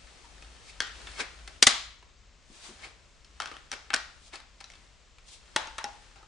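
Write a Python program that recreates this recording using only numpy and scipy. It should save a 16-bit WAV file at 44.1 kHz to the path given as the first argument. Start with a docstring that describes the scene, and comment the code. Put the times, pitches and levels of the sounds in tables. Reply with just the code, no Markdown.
"""Packing discs into a steel case

Two discs are laid into the plastic tray of a steel case and pressed until the hub snaps through them.
The lid claps shut and the hollow case is knocked as it is turned over a stand. Each impact excites
damped modes of the body struck. Hands rub on case and tablecloth, giving friction noise.
The room is small and fairly live, the stereo microphone close."""
import sys
import numpy as np
from scipy import signal
from scipy.fft import rfft, irfft
from scipy.io import wavfile

SR = 44100
rng = np.random.default_rng(int(sys.argv[2]) if len(sys.argv) > 2 else 0)


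def unload_wav(signal):
    """Save mono or channel-first audio to the path in sys.argv[1] as 16-bit WAV at rate SR, clipped to [-1, 1]."""
    wavfile.write(
        sys.argv[1],
        SR,
        np.round(np.clip(np.atleast_2d(signal).T, -1, 1) * 32767).astype(np.int16),
    )


N = 276507
TIME = np.arange(N) / SR
CUTOFF_HZ = 11000
TAP_ROOM_DB = -8   # share of a tap sent to the room

# Table levels are relative; bass and treble are taken against the middle band.
# Impacts on the case: the columns of blows(), then shell ring/dB, panel f/Hz
CASE_KNOCKS = [(5.561, -32, -12, -1.5, 882, -3, 0.035, -6, -55, 870),
               (5.5625, -26.5, -12, -2.5, 1870, 2, 0.02, -10.5, -53, 866),
               (5.5648, -33, -11.5, -1.5, 2990, 2, 0.014, -9, -60, 876),
               (5.6721, -48, -6, -2.5, 6500, 1, 0.019, -15, -53, 870),
               (5.782, -40, -11, -1.5, 1300, -2, 0.043, -8, -57, 872),
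               (5.786, -39, -12, -7, 1815, -3, 0.037, -6, -56, 896),
               (5.8413, -36, -15, -13, 815, 5, 0.076, -10, -51.5, 811),
               (5.842, -41.5, -6.5, 4.5, 5570, 6, 0.011, -14.5, -66, 820),
               (6.158, -60, -7.5, -4, 790, -4.5, 0.08, 3, -69.5, 809),
               (6.229, -56, -8, -11, 1266, 9.5, 0.051, -13, -75, 800)]
# Modes of disc and tray: f/Hz, level/dB, T60/s
DISC_MODES = [(380, -10.5, 0.015), (798, -8.5, 0.086), (1152, -8.5, 0.016), (1277, -4, 0.069),
              (1360, -3, .04), (1560, -7, 0.081), (1758, 2, 0.029), (2192, -7.5, 0.079),
              (2650, -0.5, 0.045), (3110, 1, 0.026), (3310, -4.5, 0.028), (3830, 1, 0.025),
              (4395, 3, 0.032), (5120, 1, 0.023), (6640, -10.5, 0.01)]


def hub_snaps():
    """Snap-through: the hub gives way suddenly, and the impulse excites its modes."""
    snaps = [(1.6254, -19, -10, 8, 4740, -1.5, 0.0332, -26), (1.6283, -25.5, -13, 4.5, 2250, 2, 0.07, -27),
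             (1.6681, -19, -10.5, 5.5, 3670, -12, 0.05, -9), (1.6703, -19, -16.5, 1.5, 2016, 14, 0.04, -13),
             (1.6778, -31, -12, 0.5, 900, -7, 0.05, -16), (3.9384, -24, -19, -7.5, 1505, 6, 0.03, -12.5),
             (3.9398, -34.5, -14, 8, 5480, 10, 0.01, -15.5),
             (3.9436, -25.5, -15.5, -2, 1610, 4.5, 0.008, -13)]   # impulses of the hub: columns as in blows()
    modes = [(291.5, -2, 0.012), (788, -2, 0.083), (1165, 2, 0.054), (1480, 4, 0.044), (1900, -19.5, 0.39),
             (2154, 3.5, 0.031), (2360, -21, 0.42), (2420, -13, 0.18), (3000, -1, 0.023), (3230, -18, 0.26),
             (3430, -19.5, .33), (3670, -2, 0.027), (4070, -22.5, 0.54), (4680, 5, 0.032),
             (4950, -19, 0.35), (5630, -3, 0.039), (6630, -22, 0.13), (6620, -1, 0.024), (8360, -1, 0.016),
             (8250, -4.5, 0.013)]   # hub resonances: f/Hz, level/dB, T60/s
    return blows(snaps, modes, tick_db=6, crack_db=6, focus_hold=0.93, onset_s=0.00059,
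                 level_db=0.66, size=SR // 3)


def case_knocks():
    """Impact excitation: the lid's clap and the knocks drive the modes of the hollow case."""
    modes = [(292, -9.5, 0.014), (434, -10.5, 0.036), (865, -1, 0.075), (940, -2.5, 0.031),
             (1140, -0.5, 0.028), (1410, 0.5, 0.036), (1920, -5, 0.045), (2210, -10, 0.11),
             (2660, -3, 0.048), (3240, 2.5, 0.023), (3860, 0, 0.035), (4500, 1.5, 0.02), (5330, -15, 0.034),
             (6170, 1, 0.016)]   # case resonances: f/Hz, level/dB, T60/s
    return blows(CASE_KNOCKS, modes, tick_db=2, crack_db=0.5, focus_hold=0.83, onset_s=0.0002,
                 level_db=2.14)


def shell_ring():
    """Free vibration: the steel shell rings on, its lowest tone gliding slightly up as the grip relaxes."""
    modes = [(914, 0, .35), (1072, -17, 0.29), (1440, -10.5, 0.5), (2051, -9, 0.34), (2100, -17, .35),
             (2590, -11, 0.36), (2745, -3, 0.24), (3042, -16, .45), (3822, -11, 0.25), (4800, -13, 0.3),
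             (5560, -10, 0.2)]   # shell resonances: f/Hz, level/dB, T60/s
    panel_t60_s, rise_hz_per_s = 0.52, 140
    out, t = np.zeros(N), np.arange(SR * 2 // 3) / SR
    for s, *_, shell_db, panel_hz in CASE_KNOCKS:
        phase = 2 * np.pi * t * (panel_hz + rise_hz_per_s * t / 2)
        panel = from_db(3 - 60 * t / panel_t60_s) * np.sin(phase)
        add(out, s, from_db(shell_db + 3) * (panel + ring(modes, t, scatter_db=1.2)))
    return out


def disc_taps():
    """Elastic rebound: a disc touches again after each contact, more weakly; rows for blows()."""
    taps = [(0.244, -56, -4, -14, 943, 14, 0.14), (0.4234, -52, -7, -0.5, 2530, 3, 0.049),
            (0.8035, -26.5, -17, -3, 1624, 8.5, 0.025), (0.8042, -36.5, -14, 6, 3360, 9, .02),
            (0.8046, -42.5, -10, 7, 4440, 11, .016), (0.821, -45.5, -9, 5, 4500, -4, .02),
            (0.871, -46, -11, -4, 1950, -2, 0.035), (1.07, -41.5, -16, -7.5, 3500, 0.5, 0.11),
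            (1.476, -44, -12.5, 0, 2050, -2, 0.038), (2.0265, -55, -6.5, -9, 979, -3, 0.044),
            (3.246, -64.5, -10, 9, 5400, -1, 0.033), (3.4011, -31, -21, -5.5, 1350, 4, 0.019),
            (3.4025, -39, -12, -7.5, 853, 6, 0.028), (3.4103, -40, -15, -7, 1300, 2, .016),
            (3.4199, -38, -14, -2.5, 1350, 2, 0.014), (3.4578, -37, -16, -5.5, 1430, 0, 0.013),
            (3.4735, -51, -11, 4, 3360, 4, .02), (3.5146, -42, -6.5, -11, 1206, 0, 0.07),
            (3.54, -56, -12.5, 2, 3090, 9, 0.027), (3.5669, -46, -11.5, -6, 1520, -5, 0.017),
            (3.716, -38, -21.5, 4, 5700, -4, 0.023), (3.7263, -43.5, -10, 2.5, 2980, -1, .02),
            (3.737, -42, -7, -4, 1500, -1, 0.019), (3.9037, -32.5, -17, -12.5, 1420, -4, .012),
            (3.9328, -33, -13, -8, 1113, -3, 0.034), (3.962, -38, -11, 4.5, 4150, -0.5, 0.0052),
            (4.3558, -51, -8.5, 7.5, 4590, -5, 0.033), (4.402, -53, -12.5, -1.5, 2040, -4.5, 0.026),
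            (4.6103, -47.5, -13, -4.5, 2130, -1.5, 0.02), (4.6414, -51.5, -18, 5, 4000, 7, 0.023),
            (4.6417, -59.5, -14, 9.5, 5780, 10.5, 0.025), (4.718, -58.5, -10, 2.5, 5800, 1, .025),
            (4.736, -55.5, -9, -3, 3700, -2, 0.028), (4.754, -60, -10, 2, 3500, 3, .025),
            (4.701, -51, -15, -2, 2170, 0, 0.027), (5.1838, -56, -20, -3, 2400, -1.5, 0.029)]   # taps and bounces on the tray: columns as in blows(), without room/dB
    rebound_s = 0.018
    rows = []
    for s, db, bass_db, treble_db, *ringing in taps:
        rows.append((s, db, bass_db, treble_db, *ringing, TAP_ROOM_DB))
        rows.append((s + rebound_s, db - 21, bass_db + 9, treble_db + 5.5, *ringing, TAP_ROOM_DB))
    return rows


def disc_rattles():
    """Contact chatter: a loose disc strikes the hub at short, uneven intervals; rows for blows()."""
    bursts = [(1.69, 1.719, -38, 5, 3370), (3.409, 3.439, -51, 1, 2900)]   # spells of chatter: start/s, end/s, level/dB, treble/dB, f/Hz
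    gap_s, bass_db, focus_db, t60 = 0.008, -16, -3, 0.015
    rows = []
    for start, end, db, treble_db, hz in bursts:
        for s in np.arange(start, end, gap_s):
            late, louder, higher = rng.uniform(-1, 1, 3)
            rows.append((s + late * gap_s / 3, db + louder / 2, bass_db, treble_db,
                         hz * 2 ** (higher / 3), focus_db, t60, TAP_ROOM_DB))
    return rows


def free_disc():
    """Light damping: held only by rim and hole, the first disc rings on after it meets the tray."""
    modes = [(1205, 4, 0.27), (1615, -1, .15), (1850, -7, 0.3), (2848, -11, .35), (3290, 3, .2),
             (3550, 1, .14), (4600, -12, .4)]   # free disc resonances: f/Hz, level/dB, T60/s
    out, t = np.zeros(N), np.arange(SR // 2) / SR
    add(out, s=0.804, sound=from_db(-49) * ring(modes, t, scatter_db=-8))
    return out


def slides_and_bursts():
    """Stick-slip friction: a disc slides in grainy slips. 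Very short noise bursts swell into two snaps."""
    swells = [(0.7, -57, -10, 8, 0.091, 0.034, 13.5), (1.19, -51, -18, 1.5, 0.21, 0.021, 7),
              (1.207, -30, -8, -1.5, 0.032, 0.031, 5.5), (1.6255, -30, -6, 7.5, 0.0026, 0.0018, -6),
              (1.6685, -24, -10, 3, 0.0048, 0.0024, -6), (2.85, -49.5, -6.5, 0.5, 0.13, 0.076, -3),
              (2.846, -46.5, -12.5, -6, 0.046, 0.036, 11), (3.43, -54, -7, -4, 0.014, 0.09, 1),
              (3.732, -37.5, -6.5, -8.5, 0.012, 0.028, -1), (4.338, -41.5, -10, -3, 0.017, 0.057, -14),
              (4.606, -49.5, -14, 4.5, 0.0043, 0.014, -1)]   # swells of grainy noise: columns as in strokes()
    return strokes(swells, slips_per_s=730, hiss_db=2, level_db=-0.5)


def skin_rubs():
    """Sliding friction: skin on case and cloth gives an almost smooth hiss."""
    rubs = [(2.56, -60, -6, 5.2, 0.12, 0.09, -9), (2.66, -51.5, -11, 4.3, 0.14, 0.15, -11),
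            (4.28, -70, -4, 15.3, 0.13, 0.038, -17), (5.287, -62, -8, 10, 0.037, 0.051, -14),
            (5.335, -61.5, -9, 12.7, 0.074, 0.073, -11.5)]   # hand movements: columns as in strokes()
    return strokes(rubs, slips_per_s=2200, hiss_db=27, level_db=0)


def thumps():
    """Soft impact: hand, case and table give a low, heavily damped mode in a puff of dull noise."""
    bumps = [(0.804, -46, 330, 0.048), (1.205, -50, 340, .08), (1.215, -55, 190, 0.12),
             (1.624, -32, 270, 0.016), (1.667, -19.5, 100, 0.025), (1.667, -19, 250, 0.012),
             (2.499, -52, 217, 0.11), (2.688, -46.5, 219, 0.12), (2.703, -49, 155, 0.07),
             (2.853, -52.5, 512, 0.11), (5.56, -26.5, 353, 0.023), (5.559, -40, 150, 0.058),
             (5.842, -47, 250, 0.11)]   # soft contacts: t/s, level/dB, f/Hz, T60/s
    out, t = np.zeros(N), np.arange(SR // 3) / SR
    onset = 1 - np.exp(-t / 0.0017)
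    for s, db, hz, t60 in bumps:
        puff = butter(rng.standard_normal(t.size), [hz / 1.8, hz * 1.8], "band")
        thud = np.sin(2 * np.pi * hz * t) + from_db(-1) * puff / rms(puff)
        add(out, s, from_db(db - 60 * t / t60) * thud * onset)
    return out


def grip_db(s):
    """Grip envelope: each move of the fingers swells, holds and lets go; the firmest sets the level."""
    moves = [(0, 1.55, -56.5), (1.0, 1.12, -50.5), (2.7, 3.16, -67.5), (3.46, 3.54, -59), (3.7, 4.23, -64),
             (4.7, 4.82, -62.5), (5.52, 6.06, -59)]   # shifts of grip: start/s, end/s, level/dB
    attack_s, release_s = 0.4, 0.44   # per 20 dB
    start, end, db = np.transpose(moves)[:, :, None]
    outside = np.maximum((start - s) / attack_s, (s - end) / release_s)
    return np.max(db - 20 * np.maximum(outside, 0), axis=0)


def tray_ticks():
    """Random impulses: the tray ticks under the fingers, louder in a firmer grip; rows for blows()."""
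    ticks_per_s, low_hz, high_hz = 7.6, 1180, 4500
    bass_db, treble_db, focus_db, t60 = -12.5, -2.5, 0, 0.035
    when, height = rng.random((round(ticks_per_s * N / SR), 2)).T
    times = when * TIME[-1]
    pitches = low_hz * (high_hz / low_hz) ** height
    return [(s, db - 2.5, bass_db, treble_db, hz, focus_db, t60, TAP_ROOM_DB)
            for s, db, hz in zip(times, grip_db(times), pitches)]


def blows(rows, modes, tick_db, crack_db, focus_hold, onset_s, level_db, size=SR // 9):
    """Impulse response of a body to hard contacts; returns (direct sound, sound sent to the room)."""
    # Rows: t/s, level/dB, bass/dB, treble/dB, focus f/Hz, focus level/dB, crack T60/s, room/dB.
    # The focus is the mode that the contact point favours; it lasts focus_hold times the crack's T60.
    tick_spectrum = [(100, -2.5), (1000, -2.5), (3500, 1), (6000, 0.5), (8000, -7.5), (10500, -12.5)]   # the brief, bright contact itself: f/Hz, level/dB
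    crack_spectrum = [(100, -14), (400, -0.5), (600, -4), (900, -3), (1700, 6), (2600, 0), (3500, 1),
                      (5000, -2), (7500, -3.5), (10500, -10.5)]   # crowded, fast-dying modes: f/Hz, level/dB
    out, t, attack = np.zeros((2, 2, N)), np.arange(size) / SR, SR // 100
    for s, db, bass_db, treble_db, focus_hz, focus_db, t60, room_db, *_ in rows:
        tick = noise(tick_spectrum, size) * from_db(-60 * t / 0.0064)
        crack = stereo_noise(crack_spectrum, size, side_db=-6) * from_db(-60 * t / t60)
        body = ring(modes, t, scatter_db=1.5)
        focus = ring([(focus_hz, 0, focus_hold * t60)], t, scatter_db=0)
        parts = (tick_db, tick), (crack_db, crack), (0, body), (focus_db, focus)
        hit = sum(from_db(part_db) * part / rms(part[..., :attack]) for part_db, part in parts)
        hit *= 1 - np.exp(-t / onset_s)   # the contact force takes a moment to build
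        hit = from_db(db + level_db) * voiced(hit, bass_db, treble_db, size=attack)
        add(out[0], s, hit)
        add(out[1], s, from_db(room_db) * hit)
    return out


def strokes(rows, slips_per_s, hiss_db, level_db):
    """Amplitude envelope: friction noise rises and falls by 20 dB in the swell and fade times."""
    # Rows: peak t/s, level/dB, bass/dB, treble/dB, swell/s, fade/s, rasp/dB
    out, t = np.zeros((2, N)), np.arange(-SR // 3, SR // 3) / SR
    for s, db, bass_db, treble_db, swell, fade, rasp_db in rows:
        envelope = from_db(-20 * np.maximum(-t / swell, t / fade))   # in a slide, the hand's speed
        grit = friction(t.size, slips_per_s, slip_db=2.5, hiss_db=hiss_db)
        rasp = from_db(rasp_db) * envelope * butter(grit, [2000, 2500], "band")
        grit = voiced(grit + rasp, bass_db, treble_db, size=t.size)
        add(out, s + t[0], from_db(db + level_db) * envelope * grit)
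    return out


def friction(size, slips_per_s, slip_db, hiss_db):
    """Stick-slip excitation: tiny uneven slips ring disc and tray over a smooth hiss; rms 1."""
    hiss_spectrum = [(100, 0.5), (300, 1), (700, -0.5), (2000, -1.5), (4000, -3), (6500, -5.5), (9000, -9),
                     (11000, -21.5)]   # sliding noise: f/Hz, level/dB
    slipping = rng.random(size) < slips_per_s / SR
    slips = slipping * from_db(slip_db * np.minimum(rng.exponential(1, size), 4))
    body = ring(DISC_MODES, np.arange(SR // 20) / SR, scatter_db=-0.5)
    grains = signal.fftconvolve(slips * rng.choice([-1, 1], size), body)[:size]
    x = grains / rms(grains) + from_db(hiss_db) * stereo_noise(hiss_spectrum, size, side_db=-3)
    return x / rms(x)


def ring(modes, t, scatter_db):
    """Modal superposition: damped sines whose strengths and signs vary with the contact point."""
    hz, level_db, t60 = np.transpose(modes)[:, :, None]
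    strength = from_db(level_db + scatter_db * rng.standard_normal(hz.shape))
    sign = rng.choice([-1, 1], hz.shape)
    return np.sum(sign * strength * from_db(-60 * t / t60) * np.sin(2 * np.pi * hz * t), axis=0)


def voiced(x, bass_db, treble_db, size):
    """Contact hardness: sets bass and treble against a middle band of rms 1 over the first samples."""
    edges_hz = 220, 700, 3000, CUTOFF_HZ
    bands = [butter(x, band, "band", order=3) for band in zip(edges_hz, edges_hz[1:])]
    return sum(from_db(db) * band / rms(band[..., :size])
               for db, band in zip((bass_db, 0, treble_db), bands))


def with_reflections(x):
    """Early reflections: delayed, weaker copies add to the direct sound."""
    echoes = [(.0028, -26), (.0083, -21.5), (0.0121, -21.5)]   # reflection paths: delay/s, level/dB
    return x + sum(from_db(db) * np.array([np.interp(TIME - s, TIME, ch, left=0) for ch in x])
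                   for s, db in echoes)


def room(x, side_db, build_s):
    """Diffuse field: each band stores the energy fed to it and returns it as fading noise."""
    decay = [(100, 0.21), (500, 0.38), (1500, 0.5), (4000, 0.52), (7000, .44), (11000, 0.37)]   # reverberation time: f/Hz, T60/s
    colour = [(100, -15), (300, -2), (600, 5.5), (1000, 5), (2000, 3), (4000, 2.5), (6500, 0), (10000, -7)]   # reverberant gain: f/Hz, level/dB
    edges_hz = np.geomspace(110, CUTOFF_HZ, 25)
    white = rng.standard_normal((2, 2, N))   # neighbouring bands get unrelated noise
    fields = white[:, :1] + from_db(side_db) * white[:, 1:] * [[1], [-1]]
    out = 0
    for k, band in enumerate(zip(edges_hz, edges_hz[1:])):
        hz = np.sqrt(band[0] * band[1])
        fed = leak(butter(x + 1e-18, band, "band") ** 2, build_s)
        stored = leak(fed, at_hz(decay, hz) / np.log(1e6))
        field = butter(fields[k % 2], band, "band")
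        out = out + from_db(at_hz(colour, hz)) * np.sqrt(stored) * field / rms(field)
    return out


def background():
    """Ambient noise: a faint hiss and a low drone, lumpy because its band is narrow."""
    air_spectrum = [(13, -41), (22, -5.5), (55, -4.5), (113, -17.5), (146, -19.5), (311, -27.5), (364, -27),
                    (436, -25.5), (596, -25), (857, -30.5), (1000, -26.5), (1440, -28.5), (2360, -27.5),
                    (7590, -33), (10900, -63.5), (14200, -71), (22000, -120)]   # steady room noise: f/Hz, level/dB
    drone_levels = [(0, -57.5), (1.13, -51.5), (1.68, -55.5), (1.8, -61), (2.7, -66), (4.8, -65),
                    (6.27, -59)]   # envelope of the drone: t/s, level/dB
    rumble = butter(rng.standard_normal((2, N)), [44, 62], "band")
    drone = (rumble[0] + 0.3 * rumble[1] * [[1], [-1]]) / rms(rumble)
    drone_db = np.interp(TIME, *np.transpose(drone_levels)) - 2
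    return from_db(-59) * stereo_noise(air_spectrum, N, side_db=-8) + from_db(drone_db) * drone


def noise(spectrum, size):
    """Spectral shaping: white noise takes a given colour; rms 1."""
    hz = np.maximum(np.fft.rfftfreq(size, 1 / SR), 1)
    gain = from_db(at_hz(spectrum, hz)) * (hz < CUTOFF_HZ)
    x = irfft(rfft(rng.standard_normal(size)) * gain, size)
    return x / rms(x)


def stereo_noise(spectrum, size, side_db):
    """Partial coherence: noise is mostly alike at two close capsules."""
    return noise(spectrum, size) + from_db(side_db) * noise(spectrum, size) * [[1], [-1]]


def leak(power, seconds):
    """Leaky integration: stored energy decays exponentially."""
    r = np.exp(-1 / (seconds * SR))
    return signal.lfilter([1 - r], [1, -r], power + 1e-18)


def butter(x, hz, kind, order=2):
    """Causal Butterworth filter."""
    return signal.sosfilt(signal.butter(order, hz, kind, fs=SR, output="sos"), x)


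def at_hz(points, hz):
    """Interpolation on a log-frequency axis."""
    f, value = np.transpose(points)
    return np.interp(np.log(hz), np.log(f), value)


def add(track, s, sound):
    """Superposition of a sound on a track from time s on."""
    start = round(s * SR)
    track[..., start:start + sound.shape[-1]] += sound[..., :N - start]


def from_db(db):
    """Decibels to amplitude ratio."""
    return 10 ** (np.asarray(db) / 20)


def rms(x):
    """Root mean square."""
    return np.sqrt(np.mean(x ** 2) + 1e-20)


def scene():
    """Direct and diffuse fields add; all handling is close by, a little to the left."""
    snaps = hub_snaps()
    taps = blows(disc_taps() + disc_rattles() + tray_ticks(), DISC_MODES, tick_db=-1, crack_db=0,
                 focus_hold=0.77, onset_s=0.0002, level_db=-0.73)
    direct, sent = snaps + taps + case_knocks()
    swells = slides_and_bursts() + skin_rubs()
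    finger_creep = from_db(grip_db(TIME)) * friction(N, slips_per_s=150, slip_db=5, hiss_db=7)
    handling = swells + finger_creep + thumps()
    diffuse = room(np.mean(sent + from_db(-9) * handling, axis=0), side_db=-3.5, build_s=0.0053)
    near = with_reflections(direct + handling + free_disc() + shell_ring())
    return (near + diffuse + background()) * from_db([[1.3], [-1.7]])


def record(dry):
    """Saturation: the loudest snaps overload the input and are flattened; a low-pass cuts the top."""
    overload = 0.95
    flattened = dry / (1 + (dry / overload) ** 6) ** (1 / 6)
    top_cut = signal.ellip(8, 0.1, 40, CUTOFF_HZ - 100, fs=SR, output="sos")
    return signal.sosfiltfilt(top_cut, flattened)


dry = scene()
out = record(dry)
unload_wav(out)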